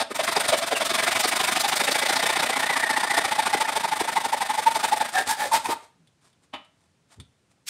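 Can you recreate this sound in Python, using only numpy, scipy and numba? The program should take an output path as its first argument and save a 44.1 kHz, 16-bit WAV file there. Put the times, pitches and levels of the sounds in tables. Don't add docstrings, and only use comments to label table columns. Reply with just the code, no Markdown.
import sys
import numpy as np
from scipy import signal
from scipy.fft import rfft, irfft, next_fast_len
from scipy.io import wavfile
from scipy.ndimage import uniform_filter1d
from numba import njit

SR = 44100
rng = np.random.default_rng(int(sys.argv[2]) if len(sys.argv) > 2 else 0)


def waveform_to_disk(signal):
    frames = np.transpose(np.atleast_2d(signal))
    scaled = np.clip(frames, -1, 1) * 32767
    samples = np.round(scaled).astype(np.int16)
    wavfile.write(sys.argv[1], SR, samples)


N = 339129
TIME = np.arange(N) / SR
FFT_SIZE = next_fast_len(N + SR)
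FREQS = np.maximum(np.fft.rfftfreq(FFT_SIZE, 1 / SR), 1)
RUN_START_S, RUN_END_S = 0.14, 5.08
# (frequency [Hz], width [Hz], lift [dB])
WALL_RESONANCES = [(271, 28, 6), (674, 55, 11), (1176, 68, 3.5), (1307, 43, 2.5), (2450, 41, 3.5),
                   (3670, 2000, 7), (8330, 550, 3.5)]


def from_db(db):
    return 10 ** (np.asarray(db) / 20)


def rms_one(x):
    return x / np.sqrt(np.mean(x ** 2) + 1e-20)


def evened(x, span_s):
    power = uniform_filter1d(x ** 2, max(int(span_s * SR), 8))
    return x / np.sqrt(np.abs(power) + 1e-9)


def in_time(rows):
    s, *columns = np.transpose(rows)
    return [np.interp(TIME, s, column) for column in columns]


def at_hz(points):
    hz, value = np.transpose(points)
    return np.interp(np.log(FREQS), np.log(hz), value)


def lift(resonances):
    return sum(db / (1 + (2 * (FREQS - hz) / width_hz) ** 2) for hz, width_hz, db in resonances)


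def coloured(x, db):
    return rms_one(irfft(rfft(x, FFT_SIZE) * from_db(db), FFT_SIZE)[:N])


def noise(spectrum):
    return coloured(rng.standard_normal(N), at_hz(spectrum))


def grains(per_s, spread_db):
    sizes = from_db(spread_db * np.minimum(rng.exponential(1, N), 4))
    signs = rng.choice([-1, 1], N)
    return rms_one(sizes * signs * (rng.random(N) < per_s / SR))


def swells(rows):
    return sum(from_db(db) * np.exp(-0.5 * np.minimum(((TIME - s) / half) ** 2, 100))
               for s, db, half in rows)


def glides(rows, fall):
    s, db, hz, half = np.transpose(rows)
    nearest = np.searchsorted((s[1:] + s[:-1]) / 2, TIME)
    lead = np.clip((s[nearest] - TIME) / half[nearest], -2, 2)
    return swells(zip(s, db, half)), hz[nearest] * np.exp(fall * lead)


@njit
def resonate(x, angle, radius):
    y = np.zeros(len(x))
    for i in range(2, len(x)):
        feedback = 2 * radius * np.cos(angle[i]) * y[i - 1] - radius * radius * y[i - 2]
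        y[i] = x[i] - x[i - 2] + feedback
    return y


def ring(x, hz, width_hz):
    angle = 2 * np.pi * hz / SR * np.ones(N)
    sharp = resonate(x, angle, np.exp(-np.pi * width_hz / SR))
    return resonate(sharp, angle, np.exp(-np.pi * 6 * width_hz / SR))


def sounding(drive, hz, width_hz):
    return evened(ring(drive, hz, width_hz), span_s=0.011)


def saw():
    # (time [s], upper ring [Hz], then levels against the rasp:
    # upper ring [dB], blade hiss [dB], bright chatter [dB])
    cut_progress = [(0.2, 1320, -21.5, -19, -6.5), (1.1, 1780, -17.5, -10, -2), (2.4, 1973, -5, -12, -3),
                    (2.9, 1836, -0.5, -18.5, -15.5), (3.5, 1850, -9, -14.5, -13), (4.9, 1880, -14, -7, -14),
                    (5.19, 1666, -0.5, -8, -15), (5.3, 1680, -2, 2, -18.5), (5.43, 1800, -3, -5, -15.5),
                    (5.55, 1670, -18.5, -1, -20)]
    # (time [s], frequency [Hz])
    main_ring = [(0.9, 635), (1.3, 720), (1.7, 818), (3.4, 870), (5.0, 870), (5.19, 799), (5.3, 872),
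                 (5.7, 940)]
    # (frequency [Hz], relative level [dB])
    rasp_colour = [(40, -25), (100, -10), (230, -6), (400, -9), (1300, 1), (2100, -0.5), (3000, -7),
                   (5900, -11.5), (7600, -12.5), (8700, -6.5), (12500, -19.5), (15700, -36.5)]
    # (frequency [Hz], relative level [dB])
    hiss_colour = [(1500, -30), (3800, -2.5), (9000, 2), (15800, -9)]
    skate_db, skate_end_s = 10.5, 2.0
    ring_bend, choke_db = 0.16, 12.5
    growl_fall = 1.75

    strokes = all_strokes()
    stroke, speed, spent = blade_motion(strokes)
    _, _, rasp_db, ring_db, growl_db, pull = strokes[stroke].T
    upper_hz, upper_db, hiss_db, chatter_db = in_time(cut_progress)
    lean = rng.standard_normal((len(strokes), 4))[stroke].T

    knocks, chips = teeth(speed)
    rasp = coloured(chips + 0.21 * knocks, at_hz(rasp_colour) + lift(WALL_RESONANCES))
    upper = rms_one(ring(teeth(speed)[1], upper_hz * np.exp(0.042 * lean[3]), width_hz=80))
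    hiss = coloured(teeth(speed)[1], at_hz(hiss_colour) + lift(WALL_RESONANCES))
    skim_db = 0.3 * (rasp_db - ring_db)
    skim_db = skim_db + pull * skate_db * np.maximum(1 - TIME / skate_end_s, 0)
    upper_db = upper_db + 0.12 * (ring_db - rasp_db) + pull * 2.5
    tearing = rasp + from_db(upper_db + 1.4 * lean[0]) * upper
    tearing = tearing + from_db(hiss_db + skim_db + 2 * lean[1]) * hiss

    contacts = teeth(speed)[1]
    bright = chatter(stroke, spent, contacts, low_hz=1400, high_hz=4400, width_hz=830)
    dull = chatter(stroke, spent, contacts, low_hz=560, high_hz=1350, width_hz=87)
    tearing = tearing + from_db(chatter_db) * bright + from_db(-7.5) * dull
    drag = from_db(-19) * uniform_filter1d(speed, int(0.032 * SR))
    tearing = evened(tearing, span_s=0.014) * from_db(rasp_db - 0.23) * (speed ** 1.43 + drag)

    pitch = in_time(main_ring)[0] * np.exp(0.036 * lean[2])
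    body = sounding(chips + knocks, pitch * (1 - ring_bend * (1 - speed)), width_hz=32.4)
    body = body * from_db(ring_db + 1.5 - choke_db * spent)
    pull_ring = sounding(contacts, 652.4 * np.exp(0.03 * lean[0]), width_hz=15)
    body = body + pull_ring * from_db(rasp_db - 9) * pull

    growl = sounding(contacts, pitch * np.exp(-growl_fall * spent), width_hz=320)
    growl = growl * np.sin(np.pi * spent) * from_db(rasp_db + growl_db)
    slipping = from_db(1.5 * noise([(70, -1), (200, -59)]) * (TIME > RUN_END_S))
    return (tearing + body * speed ** 2.17 + growl * speed ** 1.2) * slipping


def all_strokes():
    # (time at full blade speed [s],
    # length [s], rasp before trim [dB], pipe ring before trim [dB], growl against the rasp [dB])
    single_strokes = [(0.012, 0.052, -24, -25.5, -5.5), (0.116, 0.034, -33, -46.5, -9.5),
                      (5.091, 0.045, -35.5, -39, -20), (5.182, 0.125, -25.5, -24.5, -10),
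                      (5.308, 0.1, -25, -26.5, -18), (5.426, 0.135, -28.5, -30, -22.5),
                      (5.55, 0.085, -22.5, -21.5, -22), (5.666, 0.065, -31.5, -28, 6),
                      (5.71, 0.075, -28.5, -30, -6)]
    rows = np.vstack([quick_strokes(), [(*row, 0) for row in single_strokes]])
    return rows[np.argsort(rows[:, 0])]


def quick_strokes():
    # (time [s], push-and-pull cycles per second [Hz])
    arm_pace = [(0.0, 7.465), (0.15, 12.024), (0.45, 12.086), (0.6, 10.39), (1.4, 12.732), (1.6, 12.011),
                (2.2, 14.982), (2.8, 14.887), (3.6, 13.458), (3.8, 12.608), (4.6, 11.68), (5.05, 11.866)]
    # (time [s], push rasp [dB], pull rasp [dB], push pipe ring [dB])
    arm_effort = [(0.16, -18, -27.5, -29), (0.35, -24.5, -23.5, -31), (0.65, -26, -25, -24.5),
                  (1.1, -21, -21, -31), (2.4, -21.5, -22.5, -28.5), (3.1, -21, -26, -25.5),
                  (4.0, -25, -29, -24.5), (4.55, -26.5, -31, -24), (5.05, -24.5, -28, -22.5)]
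    # (time [s], extra pipe ring [dB], extra rasp [dB])
    digging_in = [(0.206, 10, -5), (0.369, 4.5, 2), (0.496, 17, 4.5), (0.537, 10, 5.5), (0.765, -2, 0.5),
                  (0.813, 4.5, 1.5), (0.946, 12, 1.5), (1.075, 7.5, -0.5), (1.245, 6.5, 0.5),
                  (1.445, 8.5, 1), (1.644, 7.5, -1.5), (2.23, 3.5, 1.5), (2.27, -6, 2.5), (2.36, 2.5, 0),
                  (2.395, 15.5, 1.5), (2.53, 7, 0), (3.145, 8.5, 3.5), (3.178, -2, 2.5), (3.395, 6.5, -1),
                  (3.539, 5, 0.5), (3.615, 3.5, 0), (3.845, 2, -0.5), (4.165, 4, 2.5), (4.25, 2, -1.5),
                  (4.334, 6, 0), (4.417, 5, 1.5), (4.545, 10.5, 2), (4.676, 7.5, 1), (4.842, 2.5, 2.5),
                  (4.928, 6, 0.5)]
    push_s = 0.012
    push_share = 0.53

    pace, = in_time(arm_pace)
    cycles = np.cumsum(pace) / SR
    cycles -= np.interp(push_s, TIME, cycles)
    first, last = np.interp([RUN_START_S, RUN_END_S], TIME, 2 * cycles)
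    number = np.arange(np.ceil(first), last)
    s = np.interp(number / 2, cycles, TIME)
    push = number % 2 == 0
    length = np.where(push, push_share, 1 - push_share) / np.interp(s, TIME, pace)

    push_db, pull_db, ring_db = (np.interp(s, TIME, column) for column in in_time(arm_effort))
    extra_ring_db, extra_rasp_db = np.zeros((2, len(s)))
    for at, more_ring_db, more_rasp_db in digging_in:
        nearest = np.argmin(np.abs(s - at))
        extra_ring_db[nearest] += more_ring_db
        extra_rasp_db[nearest] += more_rasp_db
    chance = rng.standard_normal((3, len(s)))
    rasp_db = np.where(push, push_db, pull_db) + extra_rasp_db + 0.8 * chance[0]
    ring_db = ring_db - 16 * ~push + extra_ring_db + 1.2 * chance[1]
    growl_db = np.where(push, -6, -17) + 2.5 * chance[2]
    return np.column_stack([s, length, rasp_db, ring_db, growl_db, ~push])


def blade_motion(strokes, turn_s=0.009, rush=0.92, arch_s=0.11):
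    s, length = strokes[:, 0], strokes[:, 1]
    start = s - length * 0.5 ** (1 / rush)
    stroke = np.maximum(np.searchsorted(start, TIME) - 1, 0)
    travel = np.clip((TIME - start[stroke]) / length[stroke], 0, 1) ** rush
    arch = np.abs(np.sin(np.pi * travel)) ** np.minimum(arch_s / length, 1)[stroke]
    speed = np.abs(uniform_filter1d(arch, max(int(turn_s * SR), 1)))
    return stroke, speed, np.maximum(2 * travel - 1, 0)


def teeth(speed, top_hz=930, uneven_db=0.26, chip_sharpness=1.5):
    passed = np.cumsum(top_hz * speed * rng.exponential(1, N) / SR)
    tooth = passed.astype(int)
    bite = from_db(uneven_db * np.clip(rng.standard_normal(N), -2, 2))[tooth]
    knocks = bite * (np.diff(tooth, prepend=0) > 0)
    chips = bite * np.exp(-chip_sharpness * (passed % 1)) * rng.standard_normal(N)
    return rms_one(knocks), rms_one(chips)


def chatter(stroke, spent, contacts, low_hz, high_hz, width_hz, sag=0.096):
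    hz = low_hz * (high_hz / low_hz) ** rng.random(stroke.max() + 1)
    return evened(ring(contacts, hz[stroke] * np.exp(-sag * spent), width_hz), span_s=0.043)


def snags():
    # (time [s], level [dB], frequency [Hz], half length [s])
    shudders = [(0.114, -31.5, 308, 0.0061), (0.369, -19.5, 550, 0.005), (0.54, -27.5, 496, 0.01),
                (0.727, -22.5, 523, 0.0074), (3.55, -26.5, 425, 0.0046), (4.015, -24, 328, 0.0029),
                (5.452, -31.5, 604, .017), (5.694, -28.5, 260, 0.0061), (5.703, -30, 615, 0.0058)]
    level, pitch = glides(shudders, fall=0.19)
    return level * sounding(rng.standard_normal(N), pitch, width_hz=150)


def squeals(treble_hz=4000):
    # (time [s], level [dB], frequency [Hz], half length [s])
    grabs = [(0.28, -24, 2040, 0.0022), (0.367, -23, 4870, 0.0022), (0.407, -27.5, 8450, 0.0039),
             (0.487, -24, 8840, 0.0037), (0.765, -24, 2730, 0.0089), (1.075, -24, 1330, 0.0061),
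             (2.837, -19, 1870, 0.0073), (2.968, -26, 1980, 0.0045), (3.037, -22, 876, 0.0033),
             (5.176, -23.5, 1636, 0.0075), (5.524, -19.5, 894, 0.0047), (5.662, -32.5, 2430, 0.0055),
             (5.728, -25, 940, .007)]
    level, pitch = glides(grabs, fall=0.023)
    friction = rng.standard_normal(N)
    narrow = ring(friction, pitch, width_hz=70)
    hoarse = ring(friction, pitch, width_hz=600)
    return level * evened(np.where(pitch < treble_hz, narrow, hoarse), span_s=0.013)


def snap(snap_s=6.539, rise_s=0.0028):
    # (frequency [Hz], relative level [dB])
    crack_colour = [(100, -26), (270, -8), (470, -19), (630, -3.5), (1050, -4.5), (1400, -13), (2900, -8.5),
                    (3900, -14.5), (5200, -32), (10300, -38), (15000, -60)]
    # (frequency [Hz], level against offcut_db [dB], t60 [s])
    offcut_modes = [(657, -17, 0.47), (775, -6, 0.18), (1244, -8, 0.25), (1330, -6, 0.23), (1900, -6, 0.18),
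                    (2400, -7, 0.19), (2987, 1, 0.2), (3305, -14, 0.28), (3900, -11, 0.19)]
    snap_db, tail_db, offcut_db = -29, -13.5, -40
    age = TIME - snap_s
    rise = np.exp(np.clip(age / rise_s, -50, 0))

    def fade(t60):
        return rise * from_db(-60 * np.clip(age / t60, 0, 3))

    cracks = evened(coloured(grains(2500, spread_db=2.0), at_hz(crack_colour)), span_s=0.0085)
    tail = from_db(tail_db) * fade(0.25) * noise(crack_colour)
    hollow = sum(from_db(offcut_db + db) * fade(t60) * np.sin(2 * np.pi * (hz * age + rng.random()))
                 for hz, db, t60 in offcut_modes)
    return from_db(snap_db) * (fade(0.099) * cracks + tail) + hollow


def handling():
    # (time [s], level [dB], half length [s])
    slides = [(5.135, -35, 0.011), (5.274, -30, 0.0068), (5.383, -44, 0.02), (5.5, -41, 0.016),
              (5.615, -43, 0.045), (5.84, -57, 0.027), (6.26, -61.5, 0.029), (6.44, -64, 0.014),
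              (6.82, -72, 0.051), (7.13, -56, 0.02), (7.515, -62, 0.008)]
    # (frequency [Hz], relative level [dB])
    slide_colour = [(300, -6.5), (1000, 0.5), (3500, -10.5), (9000, -5.5), (15000, -30)]
    # (time [s], level [dB], half length [s])
    edge_bites = [(7.686, -30, 0.0093)]
    # (frequency [Hz], relative level [dB])
    edge_colour = [(500, -38.5), (2200, -7), (8000, -9), (15800, -21)]
    # (time [s], nominal peak level [dB])
    tap_times = [(6.073, -49), (6.329, -53), (6.647, -48), (7.2, -33)]
    # (frequency [Hz], relative level [dB])
    tap_colour = [(300, -8), (3500, -4), (5500, -17.5), (9000, -2), (15000, -36)]
    # (frequency [Hz], width [Hz])
    tap_click = (3500, 480)
    # (time [s], level [dB], frequency [Hz], half length [s])
    dull_knocks = [(6.01, -60, 168, 0.022), (7.2, -42, 104, 0.017)]

    def fades(t60):
        return sum(from_db(db - 12.5 - 60 * np.clip((TIME - s) / t60, 0, 2)) * (TIME >= s)
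                   for s, db in tap_times)

    friction = grains(6000, spread_db=4.0)
    catching = rms_one(from_db(2.5 * noise([(50, 3.0), (200, -42.5)])))
    rubs = swells(slides) * catching * coloured(friction, at_hz(slide_colour) + lift(WALL_RESONANCES))
    edge = swells(edge_bites) * coloured(friction, at_hz(edge_colour))
    clicks = fades(0.082) * sounding(rng.standard_normal(N), *tap_click)
    taps = fades(0.059) * noise(tap_colour) + clicks
    bump_level, bump_hz = glides(dull_knocks, fall=0)
    bumps = bump_level * sounding(rng.standard_normal(N), bump_hz, width_hz=29)
    return rubs + edge + taps + bumps


def room(x, early_db=-13.0, early_t60_s=0.056, late_db=-14.0, late_t60_s=0.36, wall_hz=7000):
    t = np.arange(1, SR // 2) / SR
    early, late = rng.standard_normal((2, len(t)))
    early = early * np.exp(-np.log(1000) * t / early_t60_s)
    late = signal.sosfilt(signal.butter(1, wall_hz, fs=SR, output="sos"), late)
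    late = late * np.exp(-np.log(1000) * t / late_t60_s)
    response = from_db(early_db) * early / np.linalg.norm(early)
    response = response + from_db(late_db) * late / np.linalg.norm(late)
    return signal.fftconvolve(x, response)[:N]


def air(level_db=-67):
    # (frequency [Hz], relative level [dB])
    air_colour = [(45, -8.5), (130, -1.5), (600, -16), (3500, -23.5), (9000, -27.5), (15000, -49.5)]
    return from_db(level_db) * noise(air_colour)


def width(mid, lag_s=0.003):
    delayed = np.roll(mid, int(lag_s * SR))
    side = np.zeros(N)
    for band_hz, db in [((460, 580), -10.5), ((6000, 12000), -13.5)]:
        band = signal.butter(2, band_hz, "band", fs=SR, output="sos")
        side += from_db(db) * signal.sosfiltfilt(band, delayed)
    return side * np.interp(TIME, [5.06, 5.1], [1, 0])


def scene():
    direct = saw() + snags() + squeals() + snap() + handling()
    mid = direct + room(direct) + air()
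    side = width(mid)
    return np.array([mid + side, mid - side])


def record(dry):
    thin = signal.sosfilt(signal.butter(3, 70, "high", fs=SR, output="sos"), dry)
    return signal.sosfilt(signal.ellip(16, 0.1, 90, 15750, fs=SR, output="sos"), thin)


dry = scene()
out = record(dry)
waveform_to_disk(out)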